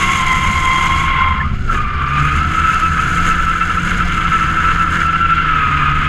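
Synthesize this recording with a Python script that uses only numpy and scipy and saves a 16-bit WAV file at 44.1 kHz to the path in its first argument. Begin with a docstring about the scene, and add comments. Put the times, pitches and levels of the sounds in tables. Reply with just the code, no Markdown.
"""Turbodiesel drifting through an S-bend

A six-cylinder car is heard at a housing on its flank. Its rear tyres squeal by stick-slip in one slide,
grip briefly as the car swings over, then squeal higher, in throbs; a second, hoarse tyre adds noisy tones.
Scrubbing rubber is noise through tread resonances, grit is clumped hiss that throbs at the firing rate.
The exhaust is a sum of harmonic orders; wind, body boom, road roar and panel thuds are shaped noise."""
import sys
import numpy as np
from scipy import signal
from scipy.fft import rfft, irfft, next_fast_len
from scipy.io import wavfile
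from scipy.ndimage import uniform_filter1d, minimum_filter1d

SR = 44100
rng = np.random.default_rng(int(sys.argv[2]) if len(sys.argv) > 2 else 0)


def int16_out(signal):
    """Quantize to a 16-bit WAV file."""
    q = np.round(np.clip(np.atleast_2d(signal).T, -1, 1) * 32767)
    wavfile.write(sys.argv[1], SR, q.astype(np.int16))


N = 268128
TIME = np.arange(N) / SR


def from_db(db):
    """Logarithmic level: 20 dB is a factor of ten in amplitude."""
    return 10 ** (np.asarray(db) / 20)


def rms_one(x):
    """Power normalisation: the mean square becomes one."""
    return x / np.sqrt(np.mean(x ** 2) + 1e-20)


def in_time(rows):
    """Linear interpolation: the columns after t/s, sample by sample."""
    t, *columns = np.transpose(rows)
    return [np.interp(TIME, t, column) for column in columns]


def swells(centre_s, length_s):
    """Gaussian surge of height 1, at half power over the given length."""
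    return np.exp(-2 * np.log(2) * ((TIME - centre_s) / length_s) ** 2)


def drift(rate_hz):
    """Low-pass noise: a smooth random wander of spread 1, made at a twentieth of the sample rate."""
    pole = np.exp(-40 * np.pi * rate_hz / SR)
    noise = rng.standard_normal(N // 20 + 2002)
    slow = signal.lfilter([1], [1, -2 * pole, pole * pole], noise)[2000:]
    return np.interp(np.arange(N) / 20, np.arange(len(slow)), rms_one(slow))


def coloured(x, spectrum):
    """Spectral shaping: a gain through (f/Hz, level/dB) points, with falling skirts; unit power."""
    size = next_fast_len(N)
    hz = np.maximum(np.arange(size // 2 + 1) * SR / size, 1)
    points, db = np.transpose(spectrum)
    gain = from_db(np.interp(np.log(hz), np.log(points), db))
    skirts = np.minimum(hz / points[0], 1) ** 2 * np.minimum(points[-1] / hz, 1) ** 2
    return rms_one(irfft(rfft(x, size) * gain * skirts, size)[:N])


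def resonances(modes, drive):
    """Modal response: steep resonances, each shaken by its own noise under a common drive; unit power."""
    total = 0
    for hz, width_hz, db in modes:
        pole = np.exp(-np.pi * width_hz * np.sqrt(2) / SR)
        b = (1 - pole * pole) / 2 * np.array([1, 0, -1])
        a = [1, -2 * pole * np.cos(2 * np.pi * hz / SR), pole * pole]
        once = signal.lfilter(b, a, drive * rng.standard_normal(N))
        total = total + from_db(db) * signal.lfilter(b, a, once)
    return rms_one(total)


def phase_of(hz):
    """Phase is the running integral of frequency."""
    return 2 * np.pi * np.cumsum(hz) / SR


def tone(phase, flutter, flutter_hz):
    """Narrow-band modulation: a line whose strength and phase shake at random; unit power."""
    in_phase = (1 + flutter * drift(flutter_hz)) * np.sin(phase)
    return rms_one(in_phase + flutter * drift(flutter_hz) * np.cos(phase))


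# spectrum of the wind on the housing: f/Hz, relative level/dB
BUFFET = [(12, -2.5), (26, 1), (32, -4.5), (50, -8), (70, -15.5), (110, -22.5)]
# gusts, the longest as the car swings over: t/s, length/s, rise of level/dB
GUSTS = [(1.7, 0.38, 6.5), (3.448, 0.13, 6.5), (4.101, 0.17, 3), (4.744, 0.096, 5.5)]


def wind():
    """Turbulent pressure: gusts raise low-frequency noise on the housing."""
    level_db = -23.5 + sum(rise_db * swells(s, length) for s, length, rise_db in GUSTS)
    return from_db(level_db) * coloured(rng.standard_normal(N), BUFFET)


# spectrum of the body's boom: f/Hz, relative level/dB
BOOM = [(50, -15.5), (66, -2), (77, 5.5), (88, -2), (105, -34), (125, -6.5), (145, -5), (180, -14),
        (215, -10.5), (280, -41), (450, -42.5)]
# course of the boom, before a common 1 dB gain: t/s, level/dB
BOOM_LEVEL = [(0.0, -26), (0.49, -22.5), (0.69, -28), (1.52, -20), (1.71, -28), (1.96, -22.5),
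              (2.22, -26.5), (2.45, -21), (2.84, -29), (2.95, -20.5), (3.69, -33), (3.83, -22.5),
              (5.2, -28.5), (6.08, -24.5)]


def body_boom():
    """Enclosure resonance: low noise gathers in a few peaks and its level rises and falls."""
    level_db, = in_time(BOOM_LEVEL)
    return from_db(level_db + 1) * coloured(rng.standard_normal(N), BOOM)


# spectrum of the road roar: f/Hz, relative level/dB
ROAD = [(100, 15), (210, 12.5), (270, 9.5), (330, 10.5), (400, 5), (480, 6.5), (620, -1), (900, -9.5),
        (2000, -6.5)]


def road_roar(slip_db, dirt_db, surface_db):
    """Contact noise: the road roars the more with slip, dirt and rough track."""
    # each influence counts by a share of its swing in dB
    level_db = -33 + 0.43 * slip_db + 0.18 * (dirt_db + 45.5) + 0.89 * surface_db
    return from_db(level_db) * coloured(rng.standard_normal(N), ROAD)


# bumps in the track: t/s, length/s, level/dB
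BUMPS = [(.52, .06, -23), (1.366, .08, -22.5), (1.53, 0.028, -19)]
# body panels that they set booming: f/Hz, width/Hz, relative level/dB
PANELS = [(81.7, 16, -0.5), (131, 10, -6), (203, 7.6, -4)]


def bumps():
    """Structural resonance: the suspension takes a bump and the panels boom."""
    surges = sum(from_db(db) * swells(s, length) for s, length, db in BUMPS)
    return surges * resonances(PANELS, np.ones(N))


def drone_level(firing_hz, throttle_db):
    """Resonant gain: the drone grows with throttle and near the exhaust's resonance; level in dB."""
    centre_hz, half_width_hz, lift_db = 144.2, 3.9, 7.5
    resonance = 1 / (1 + ((firing_hz - centre_hz) / half_width_hz) ** 2)
    return -28.5 + throttle_db + lift_db * resonance


# exhaust orders beside the firing rate, the sixth: multiple of cam rate, level/dB before pipe and load
EXHAUST = [(3, -33), (5, -39), (7, -43), (8, -47), (9, -49), (10, -44.5), (11, -42.5), (12, -40),
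           (15, -56.5), (18, -45.5)]
# how tailpipe and body pass the orders: f/Hz, gain as level/dB
PIPE = [(60, 3.5), (215, -10.5), (248, 3), (275, -3), (310, 1.5), (335, -1.5), (354, -9.5), (375, 2),
        (550, -10)]


def engine(firing_hz, drone_db):
    """Harmonic orders: six firings a cam turn make the drone; unequal cylinders add the orders between."""
    cam_hz = firing_hz / 6 * (1 + .003 * drift(12))
    cam_phase = phase_of(cam_hz)
    drone = from_db(drone_db) * tone(6 * cam_phase, 0.09, 12)
    orders = 0
    for k, db in EXHAUST:
        pipe_db = np.interp(round(k) * cam_hz, *np.transpose(PIPE))
        order = tone(round(k) * cam_phase + rng.uniform(0, 2 * np.pi), .3, 6)
        orders = orders + from_db(db + pipe_db) * order
    # the orders follow the drone's swings by a share in dB
    load_gain = from_db(0.42 * (drone_db - drone_db.mean()))
    return drone + load_gain * orders


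# rough patches of track, which throw up more grit: t/s, length/s, rise of level/dB
PATCHES = [(1.741, 0.084, 13.5), (2.74, 0.036, 3), (2.989, 0.03, 0.5), (3.1, .07, 3), (3.277, 0.048, 8),
           (3.913, 0.11, 3.5), (4.671, 0.048, 3), (4.971, 0.077, 6.5)]


def rough_track():
    """Surface roughness: placed patches and chance unevenness, as a rise in dB."""
    patches = sum(rise_db * swells(s, length) for s, length, rise_db in PATCHES)
    return patches + drift(19)


# grit hiss through the housing: f/Hz, relative level/dB
GRIT = [(2500, 2), (4000, -4), (4450, -10), (4800, -6), (5500, -6), (5950, -7), (6350, 6), (7600, -1.5),
        (8300, -7), (9500, -13), (10500, -7), (11200, -15.5), (12300, -14.5), (14000, -31)]
# resonances of the wheel arch: f/Hz, width/Hz, relative level/dB
ARCH = [(722, 37, 2.5), (777, 43, -2.5), (4080, 170, -10.5), (4750, 830, -14.5)]


def grit(hiss_db, firing_hz):
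    """Modulated noise: rubber crumbs and road spray off in clumps, throb with firing and ring the arch."""
    clumps = from_db(2.0 * drift(110) + drift(8.9))
    spray = clumps * (1 + 0.37 * np.sin(phase_of(firing_hz)))
    hiss = from_db(hiss_db + 2.5) * coloured(spray * rng.standard_normal(N), GRIT)
    # the arch has a flicker of its own and follows just over half of the hiss's swing in dB
    ringing = resonances(ARCH, from_db(3.0 * drift(54)))
    return hiss + from_db(-19.0 + 0.54 * hiss_db) * ringing


# tread resonances that the scrubbing excites: f/Hz, width/Hz, relative level/dB
TREAD = [(1023, 109, -7.5), (1235, 37, 2.5), (1348, 114, 6), (1531, 87, 3), (1688, 145, 0.5)]
# the higher cluster, the rasp: f/Hz, width/Hz, relative level/dB
RASP = [(2095, 174, 5.5), (2326, 110, 1.5), (2772, 220, 0), (3070, 550, -5.5)]


def scrub(scrub_db, rasp_db, surface_db):
    """Incoherent stick-slip: tread blocks out of step judder and ring in clusters around the squeal."""
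    judder = from_db(1.5 * drift(44))
    rubber = from_db(scrub_db) * resonances(TREAD, judder) + from_db(rasp_db) * resonances(RASP, judder)
    return from_db(0.51 * surface_db) * rubber   # about half of the track's rise


# the other rear tyre's pitch, before jitter: t/s, f/Hz
HOARSE_PITCH = [(0, 1326), (1.25, 1353), (2.3, 1314), (3.3, 1468), (3.9, 1480), (4.2, 1298), (4.7, 1287),
                (5.25, 1523), (5.6, 1346)]
# its short yelps as it catches, before waver: t/s, f/Hz, length/s, level/dB
YELPS = [(1.21, 1370, 0.0044, -14), (1.411, 1752, 0.0085, -16.5), (1.43, 2040, 0.017, -24),
         (1.457, 1232, 0.027, -22), (1.707, 1353, 0.018, -13), (1.752, 1117, 0.014, -25),
         (2.043, 1308, 0.0072, -16.5)]


def hoarse_tyre(slip_db):
    """Irregular stick-slip: the other tyre never settles on a clean note, except in brief yelps."""
    hz, = in_time(HOARSE_PITCH)
    level_db = -26.5 + slip_db + 0.002 * (hz - 1277)
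    out = from_db(level_db) * tone(phase_of(hz * (1 + .025 * drift(59.0))), 1.0, 110)
    waver = 1 + 0.012 * drift(79)
    for s, pitch_hz, length, db in YELPS:
        out = out + from_db(db) * swells(s, length) * tone(phase_of(pitch_hz * waver), 0.51, 100)
    return out


# the squealing tyre's first slide, before bites and waver: t/s, stick-slip f/Hz, level/dB
FIRST_SLIDE = [(0, 1091, -18.5), (.3, 1038, -17), (.55, 1048, -19), (.7, 1041, -16), (1.1, 1078, -17.5),
               (1.28, 1044, -16.5), (1.43, 1052, -22), (1.47, 1058, -40), (1.53, 1055, -31)]
# its second slide, before bites and waver: t/s, stick-slip f/Hz, level/dB
SECOND_SLIDE = [(1.59, 1500, -44), (1.65, 1434, -35), (1.77, 1222, -19.5), (1.9, 1190, -26.5),
                (2.019, 1175, -22.5), (2.2, 1211, -17), (2.5, 1329, -20.5), (3.151, 1312, -22.5),
                (3.752, 1343, -35), (4.6, 1321, -27), (5.1, 1350, -30.5), (5.39, 1355, -27),
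                (5.48, 1314, -16), (5.72, 1250, -17), (6.08, 1259, -18.5)]
FIRST_END_S, SECOND_START_S = FIRST_SLIDE[-1][0], SECOND_SLIDE[0][0]


def slides():
    """Stick-slip needs sliding: pitch and level of the squeal, which dies away in the grip between."""
    hz, level_db = in_time(FIRST_SLIDE + SECOND_SLIDE)
    gripping_s = np.maximum(0, np.minimum(TIME - FIRST_END_S, SECOND_START_S - TIME))
    fade_db_per_s = 497   # with distance from the nearer slide
    return hz, level_db - fade_db_per_s * gripping_s


def held(start_s, length_s):
    """Envelope: linear attack, hold and release of a bite."""
    attack_s, release_s = 0.011, 0.013
    rise = .5 + (TIME - start_s) / attack_s
    fall = (start_s + length_s - TIME) / release_s
    return np.clip(np.minimum(rise, fall), 0, 1)


# bites of the tread in the second slide: t/s, length/s, level/dB before a common 1.5 dB gain
BITES = [(2.572, 0.036, -15), (2.628, 0.052, -16), (2.68, 0.04, -17), (2.73, 0.058, -16),
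         (2.822, 0.058, -15), (2.985, 0.032, -16), (3.169, 0.034, -16), (3.295, 0.044, -15),
         (3.386, 0.03, -18), (3.466, 0.06, -16), (3.548, 0.03, -18), (3.606, 0.042, -14),
         (3.694, 0.034, -17), (3.771, 0.032, -15), (4.003, 0.034, -18), (4.173, 0.04, -16),
         (4.242, 0.03, -16), (4.316, 0.066, -15), (4.406, 0.05, -16), (4.476, 0.04, -17),
         (4.566, 0.054, -16), (4.645, 0.084, -17), (4.793, 0.06, -15), (4.873, 0.032, -19),
         (5.051, 0.066, -15), (5.13, 0.046, -15), (5.204, 0.07, -13), (5.288, 0.058, -14),
         (5.368, 0.052, -14)]


def bite_strength():
    """Load on the contact: amplitude that the bites add."""
    return sum(from_db(db + 1.5) * held(s, length) for s, length, db in BITES)


def biting():
    """Contact state: 1 while the tread bites, 0 in between."""
    return np.minimum(sum(held(s, length) for s, length, db in BITES), 1)


def squeal_pitch(hz):
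    """Frequency pulling: the note sags around each bite's onset and pulls up again."""
    depth_hz, decay_s = 29.85, .01
    sag = sum(np.exp(-np.abs(TIME - s) / decay_s) for s, length, db in BITES)
    return hz - depth_hz * sag


def squeal(hz, level_db):
    """Stick-slip oscillation: tread sticks and slips at a wavering pitch; a hard bite makes it louder."""
    # the higher the note, the purer; the overtones also dull as the first slide ends
    overtone_db = -1.5 - 0.0436 * (hz - 1013)
    overtone_db = overtone_db - 7.5 * swells(FIRST_END_S, 0.31)
    strength = np.hypot(from_db(level_db), bite_strength())
    # coarse asphalt shakes the grip, less in a bite: where it loosens the note thins and jumps up
    loose = 1 - 0.44 * biting()
    grip = loose * (.5 * drift(30) + .85 * drift(110))
    waver = loose * (.012 * drift(70) + .006 * drift(10)) - .005 * grip
    phase = phase_of(squeal_pitch(hz) * (1 + waver))
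    shake = rms_one(np.maximum(1 + .32 * grip, .1))
    fundamental = tone(phase, .25 * loose, 130)
    # the second partial frays as the note is driven higher; the third lies 90 Hz sharp
    spread_hz = np.interp(hz, [1050, 1200], [14, 75])
    second = tone(2 * phase + phase_of(spread_hz * drift(90)), .45, 150)
    third = tone(3 * phase + phase_of(np.full(N, 90.0)), 1.0, 50)
    low_pass = signal.cheby1(8, .5, 3400, fs=SR, output="sos")
    overtones = signal.sosfilt(low_pass, second + from_db(-11) * third)
    return strength * shake * (fundamental + from_db(overtone_db) * overtones)


# the engine: t/s, firing f/Hz, throttle as relative level/dB
REVS = [(0, 188, 1), (.28, 173, -5), (.6, 171, -5.5), (1.05, 163, -0.5), (1.25, 150, -25), (1.47, 123, -5),
        (1.8, 125, 2), (1.95, 131, -8), (2.2, 143, 4), (2.7, 166, -3), (3.3, 171, 3), (3.55, 170, -2.5),
        (3.97, 177, 4.5), (4.5, 165, -1), (4.8, 168, 1.5), (5.3, 163, 0), (5.7, 144, -3), (6.08, 147, -1.5)]
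# the sliding rubber, before rough track: t/s, scrub level/dB, rasp level/dB
SLIP = [(0, -23.5, -20), (.55, -27.5, -27), (1, -27.5, -25), (1.2, -23.5, -23.5), (1.42, -29.5, -33.5),
        (1.53, -38, -36), (1.64, -36.5, -42), (1.9, -27.5, -33.5), (2.24, -21.5, -26.5),
        (2.9, -21.5, -29.5), (3.5, -22.5, -29), (4.1, -21.5, -26.5), (4.5, -19, -27), (4.97, -19.5, -29.5),
        (5.15, -24, -28.5), (5.35, -25, -26.5), (5.5, -20, -26), (6.08, -20.5, -26)]
# loose dirt under the tyres, as its hiss before gain and rough track: t/s, level/dB
DIRT = [(0, -32.5), (.55, -36.5), (1, -37.5), (1.15, -49.5), (1.35, -56), (1.95, -56), (2.25, -44),
        (2.8, -41), (3.6, -42), (4.4, -43), (4.9, -44.5), (5.5, -52), (6.08, -48)]


def scene():
    """Superposition: all sources add at one microphone, alike in both channels."""
    firing_hz, throttle_db = in_time(REVS)
    scrub_db, rasp_db = in_time(SLIP)
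    dirt_db, = in_time(DIRT)
    surface_db = rough_track()
    slip_db = np.minimum(rasp_db + 28.5, 0)   # 0 at full slip, where the rasp reaches -28.5 dB
    background = wind() + body_boom() + road_roar(slip_db, dirt_db, surface_db)
    car = bumps() + engine(firing_hz, drone_level(firing_hz, throttle_db))
    rubber = grit(dirt_db + surface_db, firing_hz) + scrub(scrub_db, rasp_db, surface_db)
    tyres = hoarse_tyre(slip_db) + squeal(*slides())
    mix = background + car + rubber + tyres
    return np.array([mix, mix])


def record(dry):
    """Peak limiting and band limiting: fast gain holds down peaks; a steep filter cuts the top."""
    allowed = np.minimum(1, .82 / (np.abs(dry).max(axis=0) + 1e-9))
    gain = uniform_filter1d(minimum_filter1d(allowed, size=400), size=400)   # about 9 ms each
    low_pass = signal.ellip(10, .1, 90, 14000, fs=SR, output="sos")
    return signal.sosfilt(low_pass, dry * gain)


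dry = scene()
out = record(dry)
int16_out(out)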